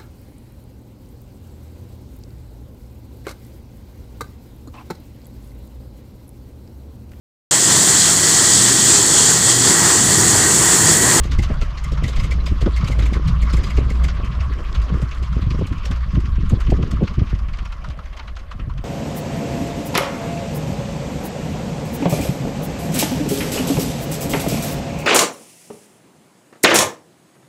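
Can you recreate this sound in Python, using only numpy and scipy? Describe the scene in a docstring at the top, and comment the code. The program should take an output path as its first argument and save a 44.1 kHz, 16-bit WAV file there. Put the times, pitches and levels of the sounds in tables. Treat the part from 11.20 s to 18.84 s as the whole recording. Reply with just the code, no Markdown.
"""A radial-engined floatplane idles unevenly on a lake, turning its nose toward a microphone on the beach.
At first exhaust puffs hiss and whistle in the pipes over a roar of drone, rush and hum.
From 2.9 to 3.6 s the nose hides the pipe mouths: the whistle blurs to a breath, then lone clicks stand out.
Late on the roar sinks and the puffs grow shorter. Filtered noise and wavering sines make these sounds.
Throughout, wind gives a wavering low hum near 58 Hz and slaps the microphone in short gliding swings."""
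import sys
import numpy as np
from scipy import signal
from scipy.fft import rfft, irfft, next_fast_len
from scipy.io import wavfile
from scipy.ndimage import uniform_filter1d

SR = 44100
rng = np.random.default_rng(int(sys.argv[2]) if len(sys.argv) > 2 else 0)


def waveform_to_disk(signal):
    """Save audio, clipped to [-1, 1], as 16-bit WAV at the path in sys.argv[1]."""
    frames = np.transpose(np.atleast_2d(signal))
    scaled = np.clip(frames, -1, 1) * 32767
    samples = np.round(scaled).astype(np.int16)
    wavfile.write(sys.argv[1], SR, samples)


def gain_from_db(level_db):
    """Turn a decibel level (scalar or array-like) into a linear amplitude factor."""
    decades = np.asarray(level_db, float) / 20
    return 10 ** decades


N = 336924
T = np.arange(N) / SR  # seconds
F = np.maximum(np.fft.rfftfreq(next_fast_len(N, real=True), 1 / SR), 1)  # Hz
LONG = 2 * (len(F) - 1)  # noise is made a little longer, at a quick transform size

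# Roar between the puffs. Each row: time in seconds, then nominal levels of drone, rush and hum in dB.
ROAR_LEVELS = [(0.0, -44.5, -44.5, -45.5), (1.38, -42, -44.5, -46), (1.81, -42, -42, -39.5),
               (2.06, -40.5, -44.5, -46.5), (2.47, -39.5, -41, -41.5), (2.79, -40, -43, -43.5),
               (5.02, -45, -47, -50), (5.6, -45, -45.5, -50), (6.43, -45.5, -50, -48),
               (7.25, -53.5, -54, -48), (7.64, -50, -54.5, -50.5)]
# Wind on the microphone. Each row: time in seconds, then nominal levels of heave and rumble in dB.
WIND_LEVELS = [(0.0, -15, -31.5), (0.08, -21, -28), (0.15, -15.5, -28), (0.59, -20, -40), (0.68, -15, -31),
               (0.94, -21, -29), (1.0, -8.5, -28.5), (1.06, -22, -30), (1.51, -19, -39), (1.55, -30, -32),
               (1.64, -19, -28.5), (1.91, -19, -32), (2.06, -20, -29), (2.62, -18.5, -32.5),
               (2.68, -20, -31), (4.02, -22, -37.5), (4.17, -20.5, -28.5), (4.34, -16.5, -26.5),
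               (4.72, -22, -36.5), (5.64, -18, -29), (7.02, -28.5, -49), (7.32, -29, -47),
               (7.4, -18.5, -45), (7.64, -24.5, -42)]
# Spectrum of the propeller rush, also of valve ticks. Each row: frequency in Hz, relative gain in dB.
RUSH_COLOUR = [(1500, 2.5), (2100, 1), (2400, -0.5), (3100, -1.5), (3650, -6.5), (5000, -9.5),
               (7000, -18.5), (8500, -26.5), (13000, -34.5), (15300, -40)]


def unit(x):
    """Normalisation to unit rms, the root of the mean power."""
    return x / np.sqrt(np.mean(x ** 2))


def response(colour):
    """Spectral envelope: gain per frequency, interpolated in dB over log frequency."""
    hz, db = np.transpose(colour)
    return gain_from_db(np.interp(np.log(F), np.log(hz), db, left=-99, right=-99))


def shaped(gain):
    """Linear filtering: white noise takes on the gain at each frequency."""
    spectrum = rfft(rng.standard_normal(LONG))
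    return unit(irfft(spectrum * gain, LONG))


def noise(colour, even=0.):
    """Narrow bands of noise swell by chance; dividing by the envelope evens them as even nears 1."""
    gain = response(colour)
    x = shaped(gain)
    if even:
        x = x / (np.abs(signal.hilbert(x)) + 0.15) ** min(even, 1)
        skirts = np.minimum(4 * gain / gain.max(), 1)  # keeps the skirts dark
        x = unit(irfft(rfft(x) * skirts, LONG))
    return x[:N]


def walk(rate):
    """Slow random modulation: levels held 1 / rate s and slewed twice; spread near 1."""
    hold = int(SR / rate)
    levels = np.repeat(rng.standard_normal(N // hold + 1), hold)
    return unit(uniform_filter1d(uniform_filter1d(levels, hold), hold)[:N])


def tone(hz):
    """Frequency modulation: phase is the running integral of the pitch."""
    return np.sin(2 * np.pi * np.cumsum(hz) / SR)


def patchy(colour, swing_db, rate, count=6):
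    """Independent modulation of adjoining bands: the colour of the noise keeps shifting."""
    edges = np.geomspace(colour[0][0], colour[-1][0], count + 1)
    spectrum = rfft(shaped(response(colour)))
    total = 0
    for low, high in zip(edges, edges[1:]):
        band = irfft(spectrum * ((F >= low) & (F < high)), LONG)[:N]
        total = total + band * gain_from_db(swing_db * walk(rate))
    return unit(total)


def curves(table):
    """Piecewise-linear control: the columns of a table at every sample."""
    s, *columns = np.transpose(table)
    return [np.interp(T, s, c) for c in columns]


def bursts(times, db, rise, fall, late, knee=0.92):
    """Incoherent sum: event powers add; bell rise, peak late s after its time, fall more abrupt with knee."""
    power = np.zeros(N)
    for s, size, up, down in np.broadcast(times, gain_from_db(db), rise, fall):
        near = slice(max(int((s + late - 3 * up) * SR), 0), int((s + late + 6 * down) * SR))
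        t = T[near] - s - late
        shape = np.where(t < 0, np.exp(-(t / up) ** 2), np.exp(-np.abs(t / down) ** knee))
        power[near] += (size * shape) ** 2
    return np.sqrt(power)


def eddies(times, db, hz, glide, rise, fall):
    """Passing vortices: each gives one short pressure swing whose pitch drops as the eddy passes."""
    out = np.zeros(N)
    for s, size, pitch, start in zip(times, gain_from_db(db), hz, rng.random(len(times))):
        near = slice(max(int((s - .04) * SR), 0), int((s + .06) * SR))
        t = T[near] - s
        cycles = pitch * (1 - np.exp(-glide * t)) / glide  # integral of a decaying pitch
        swing = np.cos(2 * np.pi * (cycles + 0.44 * (start - .5)))
        out[near] += size * np.exp(-(t / np.where(t < 0, rise, fall)) ** 2) * swing
    return out


def between(times, listed, clear_s):
    """Event spacing: which times lie clear of every listed event."""
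    return np.abs(times[:, None] - listed).min(axis=1) > clear_s


def air():
    """Stationary broadband noise: a faint steady airy hiss."""
    # Each row: frequency in Hz, relative gain in dB.
    air_colour = [(3000, -23.5), (5000, -14), (9000, 0), (15300, -6)]
    return gain_from_db(-74.5) * noise(air_colour)


def buffets():
    """Turbulent intermittency: strong buffets, and small ones at chance moments that follow the rumble."""
    # Each row: nominal time in seconds, slap level in dB, rattle in dB against the slap, slap pitch in Hz.
    strong_buffets = [(0.058, -22, -5, 161), (0.135, -22.5, -14, 139), (0.193, -14.5, -13, 113),
                      (0.312, -19, -6, 153), (0.427, -27.5, 3, 182), (0.841, -15.5, -15, 126),
                      (1.056, -27, -6, 142), (1.32, -16.5, -19.5, 130), (1.431, -15, -13.5, 129),
                      (1.471, -14, 2, 175), (1.638, -17, -15.5, 150.2), (1.701, -21.5, -11, 205),
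                      (1.794, -24.5, -10, 152.8), (1.931, -27.5, -8.5, 153), (1.968, -18.5, -7, 132),
                      (2.093, -39, -10, 144.8), (2.239, -21, -12, 130.0), (2.345, -15.5, -11, 163),
                      (2.539, -28, -27, 140.8), (2.587, -20, -1, 145), (2.619, -17.5, -11, 146),
                      (2.666, -19.5, -11, 117), (2.855, -24.5, -11, 124.7), (3.003, -29, -9, 198),
                      (3.039, -23, -15, 122.0), (3.726, -17.5, -21, 158), (3.749, -19.5, -20, 135.4),
                      (3.834, -19, -19, 146.0), (4.17, -19.5, -14, 124), (4.272, -14.5, -26, 127.0),
                      (4.314, -20.5, -16, 135.8), (4.352, -20, -9, 133), (4.394, -21.5, -11, 119),
                      (4.42, -18, -1.5, 196), (4.517, -18.5, -26, 122.2), (4.714, -20.5, -14, 155.3),
                      (4.944, -16, -23, 128), (4.976, -15, -16, 138), (5.041, -21, -26, 101),
                      (5.082, -22.5, -33, 146), (5.193, -19, -27, 130.1), (5.236, -20, -16, 120.9),
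                      (5.331, -10, -8.5, 146), (5.491, -14, -20, 115.9), (5.53, -12, -2.5, 130.9),
                      (5.596, -18.5, -7, 198), (5.633, -17.5, -9, 142), (5.738, -18.5, -14, 145.3),
                      (5.796, -27.5, -16, 142.5), (5.828, -13.5, -4.5, 201.5), (5.983, -14.5, -27, 148.9),
                      (6.021, -12.5, -12, 138.1), (6.136, -17.5, -18, 132), (6.234, -27, -17, 107),
                      (6.289, -27, -17, 110.1), (6.429, -31, -14, 142), (6.691, -26, -32, 121.3),
                      (7.404, -25, -21, 111.4), (7.479, -19.5, -37, 130), (7.595, -26.5, -31, 138.5)]
    small_per_s, small_hz = 9, 122  # before those near a strong buffet are left out; typical pitch
    small_db, small_scatter_db, small_rattle_db = 2, 3.5, -14  # slap over the rumble; rattle at most
    strong = np.array(strong_buffets)
    count = int(small_per_s * N / SR)
    chance = rng.standard_normal((count, 3))
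    s = (np.arange(count) + rng.random(count)) / small_per_s
    slap_db = np.interp(s, T, curves(WIND_LEVELS)[1]) + small_db + small_scatter_db * chance[:, 0]
    rattle_db = small_rattle_db - 4.7 * np.abs(chance[:, 1])
    small = np.column_stack([s, slap_db, rattle_db, small_hz * (1 + 0.17 * chance[:, 2])])
    return np.vstack([strong, small[between(s, strong[:, 0], .03)]]).T


def low_hum(s, slap_db):
    """Frequency and amplitude modulation: a low hum near 58 Hz wavers and swells with each buffet."""
    # Each row: time in seconds, pitch in Hz about which the hum wavers, nominal level in dB.
    hum_waver = [(0.0, 65.7, -15.5), (0.08, 64.8, -24), (0.17, 58.87, -12), (0.49, 58.05, -28),
                 (0.64, 62.5, -30), (0.72, 55.95, -24.5), (1.3, 62, -15.5), (1.4, 48.7, -19),
                 (1.47, 47.8, -15.5), (1.6, 62.3, -20), (1.81, 55.16, -10), (2.0, 56.14, -21),
                 (2.57, 60.08, -14.5), (3.15, 57.1, -17.5), (3.25, 60.48, -16), (3.43, 51.9, -21),
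                 (3.62, 51.93, -22), (3.72, 59.8, -20), (3.96, 61.5, -23), (4.17, 55.56, -15.5),
                 (4.45, 53.7, -33), (4.51, 49.06, -26), (4.66, 50.22, -20), (4.79, 62.7, -19.5),
                 (4.94, 55.62, -20.5), (5.36, 56.65, -26), (5.45, 52, -13), (5.64, 61.26, -24),
                 (6.04, 53.3, -23.5), (6.13, 48.52, -20.5), (6.51, 51.5, -26.5), (6.59, 60.5, -34),
                 (7.23, 50.68, -34.5), (7.38, 63.77, -36), (7.55, 53.2, -35), (7.64, 54.4, -36)]
    hum_hz, hum_db = curves(hum_waver)
    sine = tone(hum_hz * (1 + 0.025 * walk(24.97)))
    swell = bursts(s, slap_db, 0.012, 0.0092, 0.0034, knee=2.3)
    return (gain_from_db(hum_db + 0.5 + 3.1 * walk(22)) + swell) * sine


def gusts():
    """Turbulent pressure: slow heave, lumpy rumble, flutter, and the port's cavity resonance."""
    # Four spectra. Each row: frequency in Hz, relative gain in dB.
    heave_colour = [(12, -5), (25, -2.5), (45, -2.5), (80, -8.5), (120, -46)]
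    rumble_colour = [(60, 6), (90, 1), (140, -3.5), (200, -8), (280, -20.5), (500, -63)]
    boom_colour = [(90, -31), (120, -4), (140, 0), (165, -4.5), (220, -21)]
    flap_colour = [(170, -6.5), (230, 0.5), (330, -5), (450, -8.5), (600, -21)]
    # Cavity boom rung by the wind. Each row: time in seconds, level in dB against the nominal rumble.
    boom_levels = [(0, -2), (.6, -2), (2.9, -2), (3.5, -9.5), (7.64, -18)]
    # Fluttering wind between the buffets. Each row: time in seconds, nominal level in dB.
    flutter_levels = [(0.0, -40), (0.23, -45), (0.45, -47), (0.7, -48.5), (0.94, -42), (1.4, -47),
                      (1.81, -37.5), (1.98, -36), (2.21, -45), (2.49, -38), (3.17, -44.5), (3.81, -40),
                      (4.09, -49), (4.36, -48), (4.72, -46), (5.02, -54), (5.13, -55), (5.55, -36.5),
                      (5.68, -35), (5.79, -42), (6.08, -51), (6.3, -57), (6.89, -54), (7.64, -55)]
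    heave_db, rumble_db = curves(WIND_LEVELS)
    heave = gain_from_db(heave_db - 2.0 + 1.9 * walk(8.2)) * noise(heave_colour)
    rumble = gain_from_db(rumble_db + 2.5 + 4.8 * walk(35)) * noise(rumble_colour, even=0.99)
    boom = gain_from_db(rumble_db + curves(boom_levels)[0] + 2.7 * walk(12)) * noise(boom_colour)
    flutter = gain_from_db(curves(flutter_levels)[0] - 1.9 + 4.16 * walk(45)) * noise(flap_colour)
    return heave + rumble + boom + flutter


def slaps(s, slap_db, rattle_db, slap_hz):
    """Eddy impact: a gliding thump with ragged noise; small eddies come first, so it starts bright."""
    # Two spectra. Each row: frequency in Hz, relative gain in dB.
    slap_colour = [(60, 0), (120, 1), (220, -1.5), (350, -11.5), (480, -24)]
    rattle_colour = [(250, -1.5), (420, -1), (700, -15.5), (1000, -19), (1500, -40)]
    torn = gain_from_db(2.5 * walk(120))  # a buffet comes in ragged flaps
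    thumps = gain_from_db(3.5) * eddies(s, slap_db, slap_hz, glide=43.0, rise=0.0065, fall=0.019)
    body = gain_from_db(-5.0) * bursts(s, slap_db, 0.0092, 0.017, 0.00063, knee=0.96)
    body = body * noise(slap_colour, even=0.91) * torn
    rattle = gain_from_db(-4.5) * bursts(s, slap_db + rattle_db, 0.0059, 0.014, -0.0047, knee=1.4)
    rattle = rattle * noise(rattle_colour, even=0.36) * torn
    return thumps + body + rattle


def snaps():
    """Small-scale turbulence: sharp flaps, each a noise burst with a gliding pressure swing."""
    # Each row: nominal time in seconds, nominal level in dB, pitch in Hz at the centre of the swing.
    sharp_flaps = [(0.053, -27, 283), (0.138, -28, 231), (0.188, -20.5, 290), (0.236, -29, 744),
                   (0.3, -16, 231), (0.308, -19, 614), (0.316, -28, 520), (0.42, -18.5, 315),
                   (0.719, -27, 533), (0.73, -28.5, 520), (0.823, -20.5, 283), (0.882, -26, 520),
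                   (0.896, -26, 480), (0.986, -23, 237), (1.045, -30, 520), (1.12, -29, 547),
                   (1.315, -24, 258), (1.413, -27, 563.4), (1.424, -29, 580), (1.46, -19, 300),
                   (1.468, -12, 260), (1.477, -17, 420), (1.631, -23, 231), (1.698, -17.5, 258),
                   (1.788, -19, 253), (1.894, -29, 264), (1.923, -14, 258), (1.965, -19.5, 240),
                   (1.996, -20, 300), (2.21, -30, 250), (2.337, -27, 231.2), (2.585, -16.5, 420),
                   (2.709, -16, 230), (2.785, -26, 230.8), (2.998, -16.5, 231.4), (3.106, -35, 243),
                   (3.7, -18.5, 262.7), (3.72, -21, 330), (3.741, -20, 280), (3.77, -23, 300),
                   (3.797, -26, 420), (3.82, -27, 560), (4.022, -26.5, 280), (4.165, -20, 231),
                   (4.191, -22, 300), (4.265, -26, 232), (4.311, -28, 252.2), (4.345, -24, 231),
                   (4.388, -21, 330), (4.412, -15.5, 232), (4.453, -22, 260), (4.522, -28, 231),
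                   (4.642, -31, 405.5), (4.709, -24, 256.3), (4.939, -27, 228.4), (4.969, -18.5, 231.2),
                   (5.075, -32, 231), (5.18, -24.5, 249.9), (5.307, -22, 299.9), (5.319, -14.5, 266.2),
                   (5.33, -13, 300), (5.348, -28, 328.4), (5.37, -21, 260), (5.494, -22, 283),
                   (5.521, -12, 700), (5.526, -12.5, 400), (5.545, -22, 379.3), (5.561, -31, 330),
                   (5.597, -19, 261), (5.61, -19.5, 350), (5.634, -17.5, 234), (5.702, -27, 280),
                   (5.732, -25, 261.1), (5.809, -21, 540.6), (5.814, -12, 279), (5.838, -20, 560),
                   (5.983, -26, 231), (6.014, -19, 229.7), (6.127, -24.5, 315), (6.421, -28, 231.6),
                   (7.392, -27, 240.1), (7.477, -32, 231.4)]
    # Each row: frequency in Hz, relative gain in dB.
    snap_colour = [(200, -1), (400, 4.5), (700, -5), (1000, -13), (1500, -38)]
    at, snap_db, snap_hz = np.transpose(sharp_flaps)
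    hiss = gain_from_db(-10.0) * bursts(at, snap_db, 0.0017, 0.0045, 0.0032) * noise(snap_colour, even=0.59)
    return hiss + gain_from_db(-3.0) * eddies(at + 0.00258, snap_db, snap_hz, glide=48.0, rise=0.0024, fall=0.005)


def wind():
    """Flow noise at a microphone: low hum, turbulent gusts and buffets superpose."""
    s, slap_db, rattle_db, slap_hz = buffets()
    return low_hum(s, slap_db) + gusts() + slaps(s, slap_db, rattle_db, slap_hz) + snaps()


def valve_gear(rush_db):
    """Impact noise: a dense crackle of ticks that follows the rush, and lone sharp clicks."""
    # Lone clicks. Each row: nominal time in seconds, nominal level in dB.
    lone_clicks = [(3.3364, -36), (3.527, -32), (3.6004, -38), (3.7833, -39), (3.8909, -40), (3.9827, -40),
                   (5.9544, -42.5), (6.1892, -44), (6.3719, -38), (6.4278, -43), (6.6872, -33.5),
                   (6.7745, -47), (7.0294, -48), (7.1544, -43), (7.5373, -46)]
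    # Each row: frequency in Hz, relative gain in dB.
    click_colour = [(1800, -8), (3000, -1), (4500, 0), (7000, -8.5), (9000, -18)]
    crackle_per_s, crackle_db, crackle_scatter_db = 140, -4, 2.5  # levels against the nominal rush
    count = int(crackle_per_s * N / SR)
    at = (np.arange(count) + rng.random(count)) / crackle_per_s
    tick_db = np.interp(at, T, rush_db) + crackle_db + crackle_scatter_db * rng.standard_normal(count)
    crackle = bursts(at, tick_db, 0.0006, 0.0021, 0) * noise(RUSH_COLOUR)
    at, click_db = np.transpose(lone_clicks)
    return crackle + gain_from_db(-3.0) * bursts(at, click_db, 0.00063, 0.0016, 0.0012) * noise(click_colour)


def roar():
    """Amplitude-modulated noise: cowling drone and propeller rush share a flutter, over hum and valve gear."""
    # Two spectra. Each row: frequency in Hz, relative gain in dB.
    drone_colour = [(750, -27), (880, -7.5), (1100, 6), (1400, -3.5), (1800, -17), (2200, -17)]
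    hum_colour = [(330, -18), (450, -9.5), (600, -3), (760, -8), (900, -14)]
    drone_db, rush_db, hum_db = curves(ROAR_LEVELS)
    flutter_db = 1.3 * walk(55)
    drone = gain_from_db(drone_db + flutter_db + 1.23 * walk(60)) * noise(drone_colour)
    hum = gain_from_db(hum_db - 4.0 + 2.7 * walk(30)) * noise(hum_colour)
    rush = gain_from_db(rush_db + flutter_db - 0.97) * patchy(RUSH_COLOUR, 3.25, 60)
    return valve_gear(rush_db) + drone + hum + rush


def firings():
    """Quasi-periodic excitation: listed puffs, and weak ones on a jittered beat wherever it is clear of them."""
    # Puffs, down to a faint dull breath near the end. Each row: nominal time in seconds,
    # nominal hiss level in dB, then sizzle, pipe whistle and bark, each in dB against the nominal hiss.
    listed_puffs = [(0.045, -34.5, -12.5, -26, -7), (0.123, -31, -16, -9.5, -3),
                    (0.193, -32, -14, -0.5, -20), (0.234, -31, -12, -5, -3), (0.421, -33.5, -13, -12, 1.5),
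                    (0.511, -44, -26, -16, 1), (0.582, -38, -21, -6, -6), (0.648, -38, -10.5, 3, -1),
                    (0.726, -39.5, -11, -21, -12), (0.779, -41.5, -25, -4.0, 13),
                    (0.845, -31.5, -14, 1.5, -13), (0.888, -33, -10.5, -8, -19), (0.936, -39, -22, -11, 4),
                    (0.969, -32.5, -16, -4, -7.5), (1.002, -34.5, -12, -1, 3), (1.042, -32, -13.5, -4, -7),
                    (1.118, -32.5, -12, 4, -3), (1.207, -45, -25, -6, -6), (1.269, -31, -13.5, -6, -5),
                    (1.418, -36.5, -11, -14, -13), (1.466, -38.5, -22, -9, 8), (1.57, -35, -10, 2.5, -15),
                    (1.617, -40.5, -26, -2, 11), (1.649, -35.5, -16, -5, -1.0),
                    (1.683, -31.5, -13, -11, -4), (1.721, -36.5, -9.5, 6, -5), (1.797, -31, -14, -5, -3),
                    (1.83, -34, -17, -13, -6), (1.862, -36, -11, 0, 2.5), (1.94, -31.5, -14.5, -2.5, -12),
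                    (2.084, -34.5, -12.5, -4, -8), (2.228, -36.5, -9.5, 2, -14), (2.276, -44.5, -22, 8, 14),
                    (2.305, -35, -19, -17, 2.5), (2.339, -31.5, -10, -25, -3), (2.375, -36.5, -8, -1, -6),
                    (2.444, -32.5, -13.5, -5.5, -3), (2.475, -38.5, -11, -8, 4), (2.507, -39.5, -9, 6, 3),
                    (2.577, -34.5, -13, -7, -2), (2.707, -38, -10.5, 0.5, -4),
                    (2.845, -32.5, -13, -1.5, -15), (2.889, -34.5, -21, -8, 3),
                    (3.056, -42, -11.5, -12, -8), (3.212, -37, -21, -1, -1), (3.333, -58, -9, -9, 2),
                    (3.394, -46, -14, -10, 12), (3.554, -34.5, -19, -4, 3), (3.623, -39.5, -15, -15, 1),
                    (3.745, -48.5, -9, 3, 14.5), (3.822, -41.5, -10, -4, 2), (3.919, -38.5, -24, 1.5, -10),
                    (4.035, -39.5, -11, -21, -4), (4.132, -42.5, -15, -9, 8), (4.224, -41.5, -17, 0, 4),
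                    (4.311, -35, -20.5, -4.5, -0.5), (4.352, -44.5, -19, -4, 1), (4.397, -46, -15, -9, 2),
                    (4.475, -40.5, -9, -14, 2), (4.531, -40, -20, -5, 6.5), (4.585, -45, -24, 0, 5),
                    (4.638, -43.5, -23, 0, 3), (4.66, -34, -13, -9, -12), (4.718, -34.5, -19, -4, 0),
                    (4.766, -42.5, -18, -15, 6), (4.812, -50, -19, -12, 7), (4.912, -52, -25, 1.5, 9),
                    (4.955, -39.5, -22, -1, 5), (5.008, -42.5, -14, -6, 5), (5.06, -42.5, -18, 1, -4),
                    (5.16, -47, -22.0, 4.5, 7), (5.211, -47, -23, 1, -2), (5.302, -40, -7, -11, 3),
                    (5.41, -38, -9.5, -1, 6), (5.471, -41.5, -24, 0.5, 3), (5.507, -38.5, -11, -3, 0),
                    (5.63, -38.5, -25, -6, 6), (5.718, -36.5, -12, -16, -5), (5.839, -43.5, -24, 1, 4),
                    (5.88, -38, -24, 0.5, 6), (5.943, -46, -20.0, 0, 10), (5.997, -42, -24, 0.5, 2),
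                    (6.072, -46.5, -23.0, 3, 0), (6.104, -42, -22, -7, 7), (6.153, -43, -23, -7, -9),
                    (6.194, -48.5, -14, -4, 9), (6.288, -50, -20, 9, 9), (6.338, -42.0, -20, 2.5, -4),
                    (6.39, -39.5, -22, 0, 5), (6.457, -40, -21, -1, 5), (6.527, -44.5, -16, 0.5, 9.5),
                    (6.647, -42, -18.5, -5, 11), (6.705, -41.5, -18, -3, 2), (6.793, -49, -18, -12, 15.5),
                    (6.861, -46, -19.0, -3, -3), (6.932, -46, -26, 3, -1.5), (6.973, -42, -17, -4, 4),
                    (6.997, -42.5, -27, 7, 12), (7.08, -41.5, -23, 1, 6), (7.17, -40.5, -21, -4, 5),
                    (7.196, -44.5, -17, -4, -6), (7.316, -41.5, -18, -2, 11), (7.398, -50.5, -22, 10.5, 12),
                    (7.5, -53, -19, -10, 18.5), (7.581, -41.5, -24, 0, 2)]
    firing_hz, jitter_s = 26, .008
    weak_db, weak_scatter_db = -6.5, 3.5  # weak hiss over the nominal rush
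    voices_db, voice_scatter_db = (-23, -14, 8.5), 5  # sizzle, whistle and bark against the hiss
    listed = np.array(listed_puffs)
    beat = np.arange(0, N / SR, 1 / firing_hz)
    chance = rng.standard_normal((len(beat), 5))
    s = beat + jitter_s * chance[:, 0]
    hiss_db = np.interp(s, T, curves(ROAR_LEVELS)[1]) + weak_db + weak_scatter_db * chance[:, 1]
    weak = np.column_stack([s, hiss_db, voices_db + voice_scatter_db * chance[:, 2:]])
    return np.vstack([listed, weak[between(s, listed[:, 0], .028) & (s > 0)]]).T


def whistle():
    """Pipe resonance: each mode sings a rough wavering tone inside a band of noise."""
    # Each row: resonance in Hz, nominal width in Hz, relative level in dB.
    pipe_modes = [(2115, 140, 10), (3170, 280, -12)]
    # Breath left once the pipe mouths are hidden. Each row: frequency in Hz, relative gain in dB.
    breath_colour = [(1200, -12), (1500, -2), (1800, 0), (2500, 1), (3000, -0.5), (3800, -12)]
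    gain, tones = 0, 0
    for hz, width, db in pipe_modes:
        gain = gain + gain_from_db(db) / (1 + (2 * (F - hz) / (1.3 * width)) ** 2)
        level = gain_from_db(db + 2.7 * walk(220))
        tones = tones + level * tone(hz + 0.6 * width * walk(18) + 0.7 * width * walk(130))
    # as the nose hides the pipe mouths the tones fade and a broad breath of that pitch takes over
    seen = np.interp(T, [2.9, 3.6], [1, .15])
    clear = unit(1.3 * shaped(gain)[:N] + unit(tones))
    return seen * clear + np.sqrt(np.clip(1 - seen ** 2, 0, 1)) * noise(breath_colour)


def exhaust():
    """Pulsed jet noise: a puff opens several voices of one gas jet, shorter and harder as the plane nears."""
    # Four spectra. Each row: frequency in Hz, relative gain in dB.
    hiss_colour = [(1400, -3.5), (2400, 2), (3000, 1.5), (3600, -0.5), (4400, -1), (6500, -8), (8500, -33)]
    sizzle_colour = [(6000, -4), (7500, -4.5), (10000, -15.5), (13000, -19), (15300, -24)]
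    bark_colour = [(800, -12), (1000, 0.5), (1400, 0.5), (1700, -8.5), (2200, -24)]
    chug_colour = [(380, -33), (500, -8.5), (700, -11), (900, -17)]
    s, hiss_db, sizzle_db, whistle_db, bark_db = firings()
    short = np.interp(s, [0, 7.6], [1.05, .65])  # scales decay times
    hard = np.interp(s, [0, 5.5, 7.6], [1.1, .8, .45])  # scales rise times

    ragged = gain_from_db(1.87 * walk(400))  # turbulence tears the jet
    jet = gain_from_db(-2.0) * bursts(s, hiss_db, 0.0066 * hard, 0.024 * short, -0.0029, knee=1.07)
    out = jet * patchy(hiss_colour, 2.25, 70, count=5) * ragged

    pipes = gain_from_db(2.0) * bursts(s, hiss_db + whistle_db, 0.005 * hard, 0.011, 0.00088, knee=0.97)
    out += pipes * whistle()

    knock = tone(1235 + 150 * walk(20))  # cowling note under the bark, Hz
    bark = gain_from_db(-1.5) * bursts(s, hiss_db + bark_db, 0.0052 * hard, 0.02 * short, -0.00045)
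    out += bark * unit(noise(bark_colour) + knock)

    chug_db = -8.5 + 3 * rng.standard_normal(len(s))  # against the nominal hiss
    chug = bursts(s, hiss_db + chug_db, 0.002, 0.014, 0.0047)
    out += chug * unit(noise(chug_colour) + 1.2 * tone(600 + 110 * walk(12)))

    ring = tone(4550 + 650 * walk(15) + 120 * walk(150))  # upper pipe note, Hz
    ring_db = -5.5 + 4.5 * rng.standard_normal(len(s)) + np.interp(s, [2.9, 3.6], [0, -5])
    out += bursts(s, hiss_db + ring_db, 0.0056, 0.007, 0.0005) * ring

    # the valve cracks open with a short tick, whose lead shrinks to nothing by the end
    tick_s = s - np.interp(s, [0, 5, 7.6], [.006, .003, -.0005])
    tick_db = hiss_db + np.interp(s, [0, 7.6], [-1.5, 2.5])
    out += bursts(tick_s, tick_db, 0.00054, 0.0026, 0) * noise(RUSH_COLOUR)

    sizzle = gain_from_db(2.0) * bursts(s, hiss_db + sizzle_db, 0.0086 * hard, 0.015 * short, -0.0016)
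    return out + sizzle * noise(sizzle_colour) * gain_from_db(2.5 * walk(300))


def scene():
    """Superposition: engine, wind and airy hiss add at one microphone."""
    return (exhaust() + roar() + wind() + air())[None]


def top_cut(x):
    """Nothing passes above the cut-off."""
    return signal.sosfilt(signal.butter(12, 15350, fs=SR, output="sos"), x)


def record(dry):
    """Soft saturation: the loudest peaks are rounded off."""
    mix = 1.494 * np.tanh(dry / 1.722)
    return top_cut(mix)


dry = scene()
out = record(dry)
waveform_to_disk(out)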